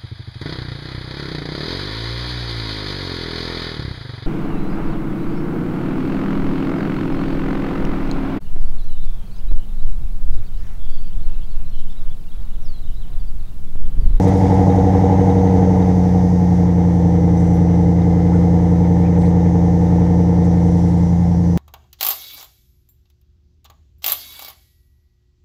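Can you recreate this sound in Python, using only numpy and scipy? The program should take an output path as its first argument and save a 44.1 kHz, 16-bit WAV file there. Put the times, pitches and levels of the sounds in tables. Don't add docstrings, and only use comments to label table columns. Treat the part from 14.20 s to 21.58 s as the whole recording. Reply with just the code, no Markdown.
import sys
import numpy as np
from scipy import signal
from scipy.fft import rfft, irfft
from scipy.io import wavfile
from scipy.ndimage import uniform_filter1d

SR = 44100
rng = np.random.default_rng(int(sys.argv[2]) if len(sys.argv) > 2 else 0)


def persist_wave(psi):
    counts = np.round(np.clip(psi, -1, 1) * 32767).astype(np.int16)
    wavfile.write(sys.argv[1], SR, np.atleast_2d(counts).T)


def convert_level_to_amplitude(level_db):
    exponent = np.asarray(level_db, float) / 20
    return 10 ** exponent


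N = 325261

# (time [s], speed [rpm])
ENGINE_SPEED = [(0.0, 1405.2), (0.45, 1399.6), (0.9, 1402.8), (1.3, 1379.8), (2.1, 1331.9), (2.9, 1293.9),
                (3.2, 1294.0), (3.9, 1296.4), (4.85, 1301.6), (5.35, 1296.7), (6.0, 1302.7), (6.85, 1292.8),
                (7.38, 1293.2)]
# (pitch [Hz], width [Hz], level [dB], polarity at the microphone [+1 or -1])
LEFT_PIPE = [(54.6, 14.0, -31.1, -1.0), (75.2, 26.1, -39.5, -1.0), (116.5, 37.5, -21.9, 1.0),
             (141.6, 51.2, -22.9, -1.0), (168.6, 28.9, -27.2, 1.0), (277.1, 25.7, -30.1, 1.0),
             (293.4, 30.5, -27.3, -1.0), (305.4, 13.9, -28.1, 1.0), (443.9, 20.1, -39.9, -1.0),
             (476.1, 21.6, -39.2, 1.0), (655.4, 194.2, -53.3, 1.0), (727.5, 14.2, -46.9, 1.0),
             (807.7, 20.2, -52.2, -1.0), (877.7, 64.5, -54.2, -1.0)]
RIGHT_PIPE = [(55.9, 21.2, -32.7, -1.0), (82.5, 13.9, -28.1, 1.0), (142.8, 20.8, -23.4, -1.0),
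              (158.8, 197.1, -42.6, 1.0), (178.2, 13.9, -28.5, 1.0), (245.1, 89.6, -35.7, -1.0),
              (245.6, 35.1, -34.3, 1.0), (308.5, 90.6, -49.3, 1.0), (433.1, 13.9, -48.9, 1.0),
              (479.7, 13.9, -37.6, 1.0), (569.5, 13.9, -50.9, 1.0), (801.1, 26.1, -51.8, 1.0),
              (844.5, 22.3, -51.9, 1.0), (861.7, 17.7, -60.5, -1.0)]
# (strength [dB], extra delay in the pipe [ms])
CYLINDERS = [(-0.3, 0.22), (0.6, 0.36), (-1.0, -0.29), (0.6, 0.25), (2.0, -0.23), (0.6, -0.29), (1.6, 0.35),
             (-0.2, -0.35)]
LEFT_BANK = [0, 3, 5, 6]
GROUP_HZ = [200, 380, 550]
# (settled [dB], then the change at fast idle [dB], while the throttle shuts [dB],
# beside the sill [dB], once lifted clear [dB])
GROUP_LEVELS = [
    (1.5, 4, -0.8, 0.1, -1.5),
    (1.5, 1.74, -2, -7.5, -3.5),
    (3, 5.5, -7, -6.5, -6),
    (-1.74, 8.5, -2, 0.5, -7),
]
# (pitch [Hz], level per Hz [dB])
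CLATTER_COLOUR = [(530, -32.5), (900, -1.5), (1120, -21), (1180, -13.5), (1420, -19), (1630, -18),
                  (2010, -14.5), (2110, -15.5), (2390, -26), (2700, -29.5), (3590, -30), (4360, -40),
                  (5000, -43.5), (6500, -61.5), (11000, -120)]
# (pitch [Hz], level per Hz [dB])
HISS_COLOUR = [(1760, -29.5), (3000, -6), (4380, -6), (4960, -8), (5420, -1.5), (5890, -7.5), (6530, -5.5),
               (8610, -11.5), (10700, -16), (15600, -44.5)]
# (pitch [Hz], level [dB])
BUZZ_COLOUR = [(3600, -21), (4900, -7.5), (5400, -8.5), (5950, -1.5), (6500, -7), (7400, -20), (8600, -31),
               (10400, -21.5), (12500, -24), (15500, -40)]
# (time [s], length [s], centre pitch [Hz], width [Hz], level [dB])
CREAKS = [(0.022, 0.037, 6000, 4000, -47.5), (0.078, 0.021, 6500, 8000, -47),
          (0.17, 0.012, 8500, 5960, -53), (0.34, 0.012, 6500, 6000, -54.5),
          (0.556, 0.011, 5880, 6000, -51.5), (3.17, 0.032, 6000, 302, -51),
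          (3.169, 0.22, 7000, 3480, -57.5), (3.343, 0.032, 11300, 150, -59.5),
          (4.136, 0.053, 8100, 2880, -63.5), (4.988, 0.13, 7900, 2480, -57.5),
          (5.014, 0.016, 3870, 1800, -51), (5.029, 0.063, 1960, 503, -44.5),
          (5.052, 0.034, 3630, 2190, -51), (6.242, 0.034, 6500, 3500, -53), (6.434, 0.023, 5000, 4900, -68),
          (6.568, 0.074, 7100, 5900, -61.5), (6.668, 0.074, 6500, 6000, -59.5),
          (6.767, 0.026, 6000, 6030, -59), (7.008, 0.0079, 8100, 6000, -65)]
# (time [s], length [s], first pitch [Hz], last pitch [Hz], level [dB])
SQUEAKS = [
    (4.11, .08, 1600, 1200, -40),
    (4.79, .12, 2080, 2580, -45),
    (5.24, .07, 2250, 1950, -49),
    (4.62, .07, 2300, 1950, -51),
]
# (from [s], to [s])
BELT_SPELLS = [
    (1.75, 2.8),
    (4.3, 6.35),
]

WARM_S = .4
TIME = np.arange(-int(WARM_S * SR), N) / SR
SETTLED_RPM, FAST_RPM = 1300, 1400
START_CYCLE = .0022
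SHUT_S, SHUT_WIDTH_S = 2.03, 0.32
TURN_S = 0.94
SWING_S, STEADY_SWING = 6.2, 0.23
LIFT_FROM_S, SILL_S, SILL_WIDTH_S = 6.1, 7.03, 0.12
LIFT_BASS_LOSS = .4
HISS_DB, HISS_FAST_DB, HISS_TURN_DB, HISS_LIFT_DB = -59, 2, 4, 3
BELT_DB, BELT_SPELL_DB, RISE_S = -58.5, 6.5, .25
PUMP_DB, PUMP_FROM_S, PUMP_TO_S = -53, 2.8, 4.3
MOTOR_DB, MOTOR_LINE_HZ, MOTOR_SAG_HZ_PER_S = -60.5, 6060, .3
MOTOR_MULTIPLE = 33
SECOND_RATIO, SECOND_STOP_S = .9885, 2.5
HUNT_HZ, HUNT_PERIOD_S, HUNT_PEAK_S = 13, .398, .13
BLAST_CYCLE, BLAST_FROM_RPM = .79, 1365
BLAST_BOOM_DB, BLAST_CRACK_DB, BLAST_MASK_DB = -20.5, -40.5, -6


def ring(x, hz, width):
    return signal.lfilter(*signal.iirpeak(hz, hz / width, SR), x)


def clicks(times, sizes):
    at = np.clip((times - TIME[0]) * SR, 0, len(TIME) - 2)
    i = at.astype(int)
    early = np.bincount(i, sizes * (1 + i - at), len(TIME))
    late = np.bincount(i + 1, sizes * (at - i), len(TIME))
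    return early + late


def noise(colour):
    hz, db = np.transpose(colour)
    f = np.fft.rfftfreq(len(TIME), 1 / SR) + 1
    gain = convert_level_to_amplitude(np.interp(np.log(f), np.log(hz), db, -120, -120))
    x = irfft(rfft(rng.standard_normal(len(TIME))) * gain, len(TIME))
    return x / x.std()


def walk(rate_hz):
    k = int(SR / rate_hz)
    x = uniform_filter1d(uniform_filter1d(rng.standard_normal(len(TIME)), k), k)
    return x / x.std()


def ramp(start_s, length_s):
    return np.clip((TIME - start_s) / length_s, 0, 1)


def bump(at_s, width_s):
    return np.exp(-.5 * ((TIME - at_s) / width_s) ** 2)


def snow_creaks():
    sizes = convert_level_to_amplitude(2.5 * rng.exponential(size=len(TIME)))
    breaks = rng.random(len(TIME)) < .12
    grains = rng.standard_normal(len(TIME)) * sizes * breaks
    out = np.zeros(len(TIME))
    for s, length, hz, width, db in CREAKS:
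        i, n = int((s - TIME[0]) * SR), int(length * SR) + 8
        burst = ring(ring(grains[i:i + n], hz, width), hz, width)
        out[i:i + n] += convert_level_to_amplitude(db) * np.linspace(1.3, 0, n) ** 0.33 * burst / burst.std()
    return out


def sole_squeaks():
    out = np.zeros(len(TIME))
    for s, length, from_hz, to_hz, db in SQUEAKS:
        i, n = int((s - TIME[0]) * SR), int(length * SR)
        glide_hz = np.linspace(from_hz, to_hz, n) + 90 * walk(200)[:n]
        phase = 2 * np.pi * np.cumsum(glide_hz) / SR
        out[i:i + n] += convert_level_to_amplitude(db) * np.hanning(n) ** .4 * .8 * np.sin(phase)
    return out


def belt_and_pump(cycle):
    spells = sum(ramp(a, RISE_S) - ramp(b, RISE_S) for a, b in BELT_SPELLS)
    belt = convert_level_to_amplitude(BELT_DB + BELT_SPELL_DB * spells) * np.sin(2 * np.pi * 166.5 * cycle)
    pump_db = PUMP_DB + 2.5 * walk(9) - 8.6 * ramp(PUMP_TO_S, RISE_S)
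    pump = convert_level_to_amplitude(pump_db) * ramp(PUMP_FROM_S, RISE_S) * np.sin(2 * np.pi * 190.2 * cycle)
    return belt + pump


def motor(line_hz, db, shake):
    turn = 2 * np.pi * np.cumsum(line_hz / MOTOR_MULTIPLE) / SR
    hz, colour_db = np.transpose(BUZZ_COLOUR)
    out = 0
    for k in range(20, 85):
        slow = np.interp(TIME, np.linspace(0, TIME[-1], 12), rng.standard_normal(12))
        quick = np.interp(TIME, np.linspace(0, TIME[-1], 90), rng.standard_normal(90))
        tone_db = np.interp(k * line_hz.mean() / MOTOR_MULTIPLE, hz, colour_db)
        tone_db = tone_db + 3 * slow + shake * (4 - 11 * abs(quick))
        out = out + convert_level_to_amplitude(tone_db) * np.cos(k * turn + rng.normal(0, 1.6))
    return np.sqrt(2) * out * convert_level_to_amplitude(db)


def motor_pair(turn):
    swing = STEADY_SWING + 0.48 * (1 - ramp(0, SECOND_STOP_S)) + (1 - STEADY_SWING) * ramp(SWING_S, .1)
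    db = MOTOR_DB + 1.2 * swing + 1.8 * turn
    running = 1 - ramp(SECOND_STOP_S - .04, .04)
    hunt = HUNT_HZ * np.cos(2 * np.pi * (TIME - HUNT_PEAK_S) / HUNT_PERIOD_S)
    line_hz = MOTOR_LINE_HZ - MOTOR_SAG_HZ_PER_S * TIME + running * (8 + hunt)
    return motor(line_hz, db, swing) + running * motor(line_hz * SECOND_RATIO, db - 1.5, swing)


def gas_hiss(fast, turn, puffs):
    db = HISS_DB + HISS_FAST_DB * fast + HISS_TURN_DB * turn + HISS_LIFT_DB * bump(6.65, 0.23)
    return convert_level_to_amplitude(db + 0.64 * walk(12)) * (1.1 + 0.17 * puffs) * noise(HISS_COLOUR)


def valve_tick(cycle):
    n = np.arange(int(cycle[0]), int(cycle[-1]))
    ticks = 0
    for at, db in ((.86, 0), (.99, -5)):
        sizes = convert_level_to_amplitude(db + 3.5 * rng.standard_normal(len(n)))
        ticks = ticks + clicks(np.interp(n + at, cycle, TIME), sizes)
    return convert_level_to_amplitude(-9) * (ring(ticks, 3750, 81) + 1.1 * ring(ticks, 1700, 70))


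def engine_clatter(load_db, puffs):
    db = -40.5 + 0.63 * load_db
    return convert_level_to_amplitude(db + 0.94 * walk(46)) * (0.81 + 0.17 * puffs) * noise(CLATTER_COLOUR)


def joint_blast(cycle, loaded):
    n = np.arange(int(cycle[0]), int(cycle[-1]))
    sizes = convert_level_to_amplitude(.8 * rng.standard_normal(len(n)))
    pulses = clicks(np.interp(n + BLAST_CYCLE, cycle, TIME), sizes)
    boom = ring(ring(pulses, 474, 6) + .08 * ring(pulses, 435, 30), 458, 55)
    crack = ring(ring(pulses, 800, 110), 760, 240)
    return loaded * (convert_level_to_amplitude(BLAST_BOOM_DB) * boom / boom.std() + convert_level_to_amplitude(BLAST_CRACK_DB) * crack / crack.std())


def exhaust(cycle, cycle_hz, group_db):
    n = np.arange(int(cycle[0]) * 8, int(cycle[-1]) * 8 + 8)
    strength_db, delay_ms = np.array(CYLINDERS)[n % 8].T
    time_chance, size_chance = rng.standard_normal((2, len(n)))
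    times = np.interp(n / 8, cycle, TIME) + (delay_ms + .04 * time_chance) / 1000
    sizes = convert_level_to_amplitude(strength_db + 0.72 * size_chance)
    left = np.isin(n % 8, LEFT_BANK)
    swirl_colour = [(25, -2), (45, -5.0), (100, -29.5), (180, -33),
                    (300, -15), (480, -4.5), (800, 10.5), (1100, 14.5)]
    out, puffs = 0, 0
    for pipe, mine in ((LEFT_PIPE, left), (RIGHT_PIPE, ~left)):
        pulses = clicks(times[mine], sizes[mine])
        puff = signal.lfilter([1], [1, -np.exp(-1 / (0.0059 * SR))], pulses)
        drive = pulses * SR / (2 * cycle_hz) + convert_level_to_amplitude(20) * (1.18 + puff) * noise(swirl_colour)
        for hz, width, db, polarity in pipe:
            level = convert_level_to_amplitude(db + group_db[np.searchsorted(GROUP_HZ, hz)])
            out = out + polarity * level * ring(drive, hz, width)
        puffs = puffs + puff
    for hz, width, db in ((180, 30, -10), (345, 60, -4), (572, 14, -3)):
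        hollow = convert_level_to_amplitude(db) * ring(out, hz, width)
        if hz == 180:
            first, total = out, out + hollow
        else:
            total = total + convert_level_to_amplitude(db) * ring(first, hz, width)
    smooth = signal.butter(5, 980, fs=SR, output="sos")
    return signal.sosfiltfilt(smooth, total * convert_level_to_amplitude(-1.7)), puffs / puffs.mean()


def scene():
    rpm = np.interp(TIME, *np.transpose(ENGINE_SPEED))
    cycle_hz = rpm / 120
    cycle = np.cumsum(cycle_hz) / SR
    cycle += START_CYCLE - cycle[int(WARM_S * SR)]
    fast = np.clip((rpm - SETTLED_RPM) / (FAST_RPM - SETTLED_RPM), 0, 1)
    loaded = np.clip((rpm - BLAST_FROM_RPM) / 30, 0, 1)
    turn = 1 - ramp(0, TURN_S)
    lift = ramp(LIFT_FROM_S, TIME[-1] - LIFT_FROM_S) ** 1.2
    shutting, beside_sill = bump(SHUT_S, SHUT_WIDTH_S), bump(SILL_S, SILL_WIDTH_S)
    group_db = np.array(GROUP_LEVELS) @ [np.ones(len(TIME)), fast, shutting, beside_sill, lift]
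    group_db[2] += BLAST_MASK_DB * loaded
    pipes, puffs = exhaust(cycle, cycle_hz, group_db)
    pipes = pipes + joint_blast(cycle, loaded)
    pipes = pipes - LIFT_BASS_LOSS * ramp(7.5, 0.48) * ring(pipes, 120, 50)
    ticks = valve_tick(cycle) * convert_level_to_amplitude(group_db[3] - 4.0)
    engine = pipes + engine_clatter(group_db[3], puffs) + ticks + gas_hiss(fast, turn, puffs)
    mix = engine + motor_pair(turn) + belt_and_pump(cycle) + sole_squeaks() + snow_creaks()
    return mix[None, -N:]


def roll_off(x):
    return signal.sosfilt(signal.butter(12, 15710, fs=SR, output="sos"), x)


def record(dry):
    mix = np.tanh(0.86 * dry) / 0.76
    return roll_off(mix)


dry = scene()
out = record(dry)
persist_wave(out)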